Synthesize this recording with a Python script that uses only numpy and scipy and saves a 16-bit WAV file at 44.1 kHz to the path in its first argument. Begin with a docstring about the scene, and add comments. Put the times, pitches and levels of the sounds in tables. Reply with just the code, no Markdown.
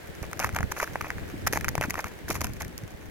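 """Cracking shore ice

Icy crust cracks and crunches in bursts on a frozen lake shore, close to a two-port microphone.
Each crack is a decaying hollow knock with a gated-noise snap; crushed grains are random clicks ringing
small pieces. Under them: gusty wind as shaped low noise, slab thuds as short sine bursts, and a faint
hiss of water and air as coloured noise."""
import sys
import numpy as np
from scipy import signal
from scipy.fft import rfft, irfft, next_fast_len
from scipy.io import wavfile
from scipy.ndimage import uniform_filter1d

SR = 44100
rng = np.random.default_rng(int(sys.argv[2]) if len(sys.argv) > 2 else 0)


def pcm_store(signal):
    """Save signal as 16-bit PCM."""
    levels = np.round(np.clip(np.atleast_2d(signal), -1, 1) * 32767)
    wavfile.write(sys.argv[1], SR, levels.astype(np.int16).T)


def volts_from_db(level):
    """Convert decibel levels to linear amplitude ratios."""
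    exponent = np.asarray(level, float) / 20
    return 10 ** exponent


N = 136710  # samples

# Spectrum of the hiss. Each row: frequency in Hz, relative density in dB per Hz.
HISS_SPECTRUM = [(290, 12.5), (500, 10), (1160, -3.5), (1700, 4), (2590, -3.5), (5360, -12.5),
                 (12500, -16.5), (16200, -15)]
# Hiss level over time. Each row: time in seconds, level in dB.
HISS_LEVEL = [(0, -45), (1.3, -44), (3.1, -48.5)]
# Gusts on the microphone. Each row: time in seconds, buffeting level in dB before the port imbalance.
WIND_LEVEL = [(0, -52.5), (.3, -42), (.59, -37), (.64, -26), (.69, -48), (.87, -50), (.92, -37.5),
              (1.08, -44.5), (1.16, -36.5), (1.27, -40.5), (1.37, -34), (1.49, -36), (1.8, -37.5),
              (2.05, -47), (2.41, -37), (2.76, -43), (3.1, -45.5)]
# Spectrum of the wind noise. Each row: frequency in Hz, relative density in dB per Hz.
WIND_SPECTRUM = [(15, -45), (25, -9), (81, 1.5), (170, -9.5), (284, -16), (900, -37), (1170, -40)]
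# Slabs settling into the water. Each row: centre in seconds, envelope peak in dB, frequency in Hz.
THUDS = [(.606, -25, 150), (1.342, -27, 273), (1.533, -21.5, 433), (1.886, -26.5, 237), (2.301, -21.5, 326),
         (2.404, -29, 83.4), (2.838, -28.5, 124)]
# Cracks. Each row: time in seconds, knock peak in dB before the body low-pass, knock frequency in Hz,
# snap level in dB before SNAP_GAIN_DB.
CRACKS = [(0.3314, -19.5, 1300, -26.5), (0.394, -18.5, 1290, -19.5), (0.4, -19.5, 740, -20.5),
          (0.4017, -20.5, 860, -49), (0.4062, -22, 1500, -40), (0.4118, -28, 1760, -43),
          (0.4182, -23, 1420, -42), (0.4228, -22, 1420, -48), (0.4284, -17, 1500, -41),
          (0.4374, -24, 1300, -34), (0.4454, -9.5, 1210, -21), (0.4921, -19.5, 1440, -34.5),
          (0.5476, -24, 1370, -30), (0.5627, -16.5, 1530, -23), (0.5654, -14, 900, -30),
          (0.5877, -14.5, 1330, -27), (0.607, -16.5, 760, -32), (0.6297, -16, 1450, -31.5),
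          (0.7197, -18.5, 980, -33), (0.722, -29, 1500, -35), (0.8003, -14, 1270, -28),
          (0.8033, -15, 1500.0, -28), (0.8292, -12.5, 910, -26), (0.8762, -24.0, 1480, -56),
          (0.9571, -12, 890, -36), (1.01, -16.5, 1200, -33), (1.0134, -18, 1250, -29),
          (1.0448, -22.5, 1030, -56), (1.1042, -14, 1640, -27.5), (1.183, -25.5, 1650, -48),
          (1.4709, -13.5, 1290, -28), (1.4754, -21, 1370, -38), (1.4794, -19.5, 1870, -34),
          (1.5268, -21.5, 1800, -21.5), (1.5338, -13, 1710, -20), (1.5498, -28, 1900, -51),
          (1.559, -19, 780, -34), (1.5738, -11, 930, -24), (1.6101, -22.5, 1750, -27),
          (1.6452, -13, 1490, -22), (1.65, -20.5, 1320, -37), (1.6833, -10.5, 1500, -21),
          (1.6885, -21, 1830, -18), (1.7536, -14, 695, -20), (1.7797, -14.5, 950, -26.5),
          (1.8118, -11, 664, -22), (1.8215, -17, 1970, -37), (1.8275, -18, 1700, -30),
          (1.8387, -14.5, 1500.0, -28), (1.8441, -22, 1500, -36), (1.9065, -17, 2260, -19.5),
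          (1.9422, -18.5, 1080, -29), (1.9552, -19, 1260, -33), (1.9814, -22.5, 633, -39),
          (1.991, -20, 1000, -29), (2.0432, -18, 1270, -28), (2.3036, -22, 1190, -24),
          (2.3075, -17, 694, -43), (2.3543, -21, 1080, -38), (2.4156, -16.5, 1030, -20.5),
          (2.4441, -23.5, 1030, -18.5), (2.469, -25.5, 1510, -31), (2.6078, -25, 1860, -39)]
# Splinters, bright ticks with little body. Each row: time in seconds, snap level in dB before SNAP_GAIN_DB.
SPLINTERS = [(0.228, -30), (0.7893, -33.5), (1.691, -25), (1.8997, -27), (2.0054, -27.5), (2.083, -34),
             (2.408, -25), (2.5355, -32.5), (2.605, -39), (2.6202, -27), (2.647, -36.5), (2.681, -36),
             (2.779, -25)]
# Crust being crushed. Each row: start in seconds, length in seconds, body level in dB before the body
# low-pass, treble level in dB.
CRUNCHES = [(0.23, 0.024, -41, -60), (0.399, 0.076, -37.5, -52.5), (0.558, 0.012, -31, -53),
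            (0.714, 0.0091, -35.5, -43), (0.765, 0.032, -40, -50.5), (0.811, 0.033, -30.5, -45),
            (0.846, 0.028, -47.5, -57), (1.038, 0.079, -42, -63), (1.465, 0.012, -23.5, -35),
            (1.524, 0.049, -38, -46.5), (1.812, 0.051, -40.5, -53), (1.894, 0.018, -35, -49),
            (1.972, 0.041, -38, -55.5), (2.057, 0.023, -38.5, -57), (2.28, 0.051, -39.5, -43),
            (2.342, 0.028, -38.5, -47), (2.406, 0.012, -31, -49.5), (2.435, 0.023, -34, -47),
            (2.6, 0.031, -40.5, -53)]
# Spectrum of snaps and dust. Each row: frequency in Hz, relative density in dB per Hz.
SNAP_SPECTRUM = [(1760, -36), (3000, -7), (3840, -10), (6470, 1), (7780, -12), (12600, -2), (15500, -14),
                 (16200, -24)]

LUMP_DB, OWN_LUMP_DB = 4, 4  # rms level swing: shared, per port
WIND_SAME, WIND_IMBALANCE_DB = 0.035, 0.8  # imbalance: left up, right down
BUFFET_HZ, ROAR_DB = 158, -22.5
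ROAR_FOLLOWS = 0.59  # exponent: above the buffeting the roar follows gusts only in part
THUD_CYCLES = 2.95

RISE_S, KNOCK_T60_S, BODY_TOP_HZ = 0.00025, 0.0068, 3000
RING_HZ, RING_DB = 1950, -4  # microphone port resonance: nominal frequency, level re the knock sine
SNAP_T60_S, SNAP_GAIN_DB, SNAP_SAME = 0.0072, 1.5, 0.054
SPLINTER_BODY_DB, SPLINTER_HZ = -19.5, 1500  # body peak re the snap
RATTLE_DB, RATTLE_T60_S = -19, 0.027  # chips rattle on after each crack, re the knock
GRAINS_PER_S, GRAIN_SPREAD_DB = 700, 4
DUST_PER_S, DUST_SPREAD_DB = 1500, 0.5
CRUNCH_EDGE_S, SETTLE_S, SETTLE_DB = 0.0017, 0.085, -9
STRAY_PER_S, STRAY_BODY_DB, STRAY_TREBLE_DB = 60, -58, -61  # lone crumbs ticking at any time
ECHO_S, ECHO_DB = (0.001, 0.0016), -23  # a near reflection reaches each port at its own time
LEFT_LAG_S = 0.00008


def evened(x):
    """Scales to rms 1."""
    return x / np.sqrt(np.mean(x ** 2) + 1e-20)


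def add(mix, start_s, sound):
    """Adds a sound into the mix in place, cut at the end."""
    part = mix[..., round(start_s * SR):][..., :sound.shape[-1]]
    part += sound[..., :part.shape[-1]]


def colour(x, spectrum):
    """Filters by a (Hz, dB) table, keeping the power of white noise."""
    hz, db = np.transpose(spectrum)
    size = next_fast_len(N)
    bin_hz = np.fft.rfftfreq(size, 1 / SR) + 1  # +1 avoids log(0)
    gain = volts_from_db(np.interp(np.log(bin_hz), np.log(hz), db, left=-90, right=-90))
    return irfft(rfft(x, size) * evened(gain), size)[..., :N]


def curve(points):
    """Gain over time, linear in dB between (s, dB) points."""
    s, db = np.transpose(points)
    return volts_from_db(np.interp(np.arange(N) / SR, s, db))


def slow(width_s, count):
    """Noise smoothed by two moving averages, rms 1."""
    size = round(width_s * SR)
    noise = rng.standard_normal((count, N))
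    return evened(uniform_filter1d(uniform_filter1d(noise, size), size))


def pair(same):
    """Two white noises whose correlation is same."""
    a, b = rng.standard_normal((2, N))
    return np.array([a, same * a + np.sqrt(1 - same ** 2) * b])


def delayed(x, delay_s):
    """Shifts later by whole samples, silence first."""
    return np.interp(np.arange(N) - round(delay_s * SR), np.arange(N), x, left=0)


def hiss():
    """Faint wide hiss of distant water and air: nearly independent coloured noises, slightly uneven."""
    flutter = volts_from_db(0.37 * slow(0.0033, count=1))
    return curve(HISS_LEVEL) * flutter * colour(pair(0.0071), HISS_SPECTRUM)


def wind():
    """Low turbulence, unlike at the two ports: lumpy buffeting under a steadier roar."""
    lumps = volts_from_db(LUMP_DB * slow(0.012, count=1) + OWN_LUMP_DB * slow(0.0038, count=2))
    air = colour(pair(WIND_SAME), WIND_SPECTRUM)
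    low_pass = signal.butter(2, BUFFET_HZ, fs=SR, output="sos")
    buffet = signal.sosfiltfilt(low_pass, air)
    gusts = curve(WIND_LEVEL)
    roar = volts_from_db(ROAR_DB) * (gusts * lumps) ** ROAR_FOLLOWS * evened(air - buffet)
    balance = volts_from_db([[WIND_IMBALANCE_DB], [-WIND_IMBALANCE_DB]])
    return (gusts * evened(lumps * buffet) + roar) * balance


def thuds():
    """Slabs settling into the water: soft low sine bursts of about three cycles under a Hann envelope."""
    out = np.zeros(N)
    for centre_s, db, hz in THUDS:
        t = np.arange(0, THUD_CYCLES / hz, 1 / SR)
        burst = np.hanning(len(t)) * np.sin(2 * np.pi * hz * t)
        add(out, centre_s - t[-1] / 2, volts_from_db(db) * burst)
    return out


def knock(hz, chance):
    """Crust knock: a fast-decaying sine plus the microphone port's ring, its pitch and phase varied; peak 1."""
    t = np.arange(0, 0.015, 1 / SR)
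    ring_hz = RING_HZ * (0.78 + 0.54 * chance[0])
    ring = volts_from_db(RING_DB) * np.sin(2 * np.pi * (ring_hz * t + chance[1]))
    envelope = (1 - np.exp(-(t / RISE_S) ** 2)) * volts_from_db(-60 * t / KNOCK_T60_S)
    wave = envelope * (np.sin(2 * np.pi * hz * t) + ring)
    return wave / abs(wave).max()


def scatter(per_s, spread_db):
    """Random clicks of uneven size, mean power 1."""
    size = volts_from_db(spread_db * np.minimum(rng.exponential(1, N), 4))
    return evened(size * (rng.random(N) < per_s / SR))


def grains(clicks, count=12):
    """Each click rings one of a set of small crust pieces, picked at random."""
    piece = rng.integers(0, count, N)
    chances = rng.random((count, 2))
    out = np.zeros(N)
    for k, hz in enumerate(np.geomspace(550, 2000, count)):
        tap = knock(hz, chances[k])
        out += signal.oaconvolve(clicks * (piece == k), tap / np.linalg.norm(tap))[:N]
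    return out


def snap_envelope():
    """Brittle snap: fast rise, exponential decay."""
    t = np.arange(0, 0.012, 1 / SR)
    return (1 - np.exp(-t / RISE_S)) * volts_from_db(SNAP_GAIN_DB - 60 * t / SNAP_T60_S)


def cracks(puff):
    """Cracks and splinters: returns knocks, decaying chip-rattle levels and snap gate."""
    knocks, chips, snaps = np.zeros((3, N))
    rattle = volts_from_db(RATTLE_DB - 60 * np.arange(0, RATTLE_T60_S, 1 / SR) / RATTLE_T60_S)
    rows = list(CRACKS) + [(s, db + SPLINTER_BODY_DB, SPLINTER_HZ, db) for s, db in SPLINTERS]
    chances = rng.random((len(rows), 2))
    for (s, db, hz, snap_db), chance in zip(rows, chances):
        add(knocks, s - 2 * RISE_S, volts_from_db(db) * knock(hz, chance))
        add(chips, s + 4 * RISE_S, volts_from_db(db) * rattle)
        add(snaps, s - 2 * RISE_S, volts_from_db(snap_db) * puff)
    return knocks, chips, snaps


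def crunches():
    """Crushing levels, body and treble; crumbs keep trickling after each crunch."""
    levels = np.zeros((2, N))
    for start_s, length_s, *db in CRUNCHES:
        add(levels, start_s, volts_from_db(db)[:, None] * np.ones(round(length_s * SR)))
    levels = uniform_filter1d(levels, round(CRUNCH_EDGE_S * SR))
    fade = np.exp(-1 / (SETTLE_S * SR))
    trickle = signal.lfilter([1 - fade], [1, -fade], levels)
    return np.maximum(levels, volts_from_db(SETTLE_DB) * trickle)


def ice():
    """Knocks and rattling grains form the body; snaps and dust gate a bright noise."""
    puff = snap_envelope()
    knocks, chips, snaps = cracks(puff)
    crush_body, crush_treble = crunches()
    stray = scatter(STRAY_PER_S, GRAIN_SPREAD_DB)
    clicks = (crush_body + chips) * scatter(GRAINS_PER_S, GRAIN_SPREAD_DB)
    body = knocks + grains(clicks + volts_from_db(STRAY_BODY_DB) * stray)
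    body = signal.sosfilt(signal.butter(4, BODY_TOP_HZ, fs=SR, output="sos"), body)
    dust = crush_treble * scatter(DUST_PER_S, DUST_SPREAD_DB) + volts_from_db(STRAY_TREBLE_DB) * stray
    gate = snaps + signal.oaconvolve(dust, puff / np.linalg.norm(puff))[:N]
    return body + colour(gate * pair(SNAP_SAME), SNAP_SPECTRUM)


def scene():
    """Ice and thuds with a near reflection, left port lagging, over wind and hiss."""
    crust = ice() + thuds()
    left, right = [x + volts_from_db(ECHO_DB) * delayed(x, s) for x, s in zip(crust, ECHO_S)]
    return np.array([delayed(left, LEFT_LAG_S), right]) + wind() + hiss()


def top_cut(x):
    """Nothing passes above the cut-off."""
    return signal.sosfilt(signal.butter(12, 16990, fs=SR, output="sos"), x)


def record(dry):
    """Returns the finished mix as stored."""
    return top_cut(dry)


dry = scene()
out = record(dry)
pcm_store(out)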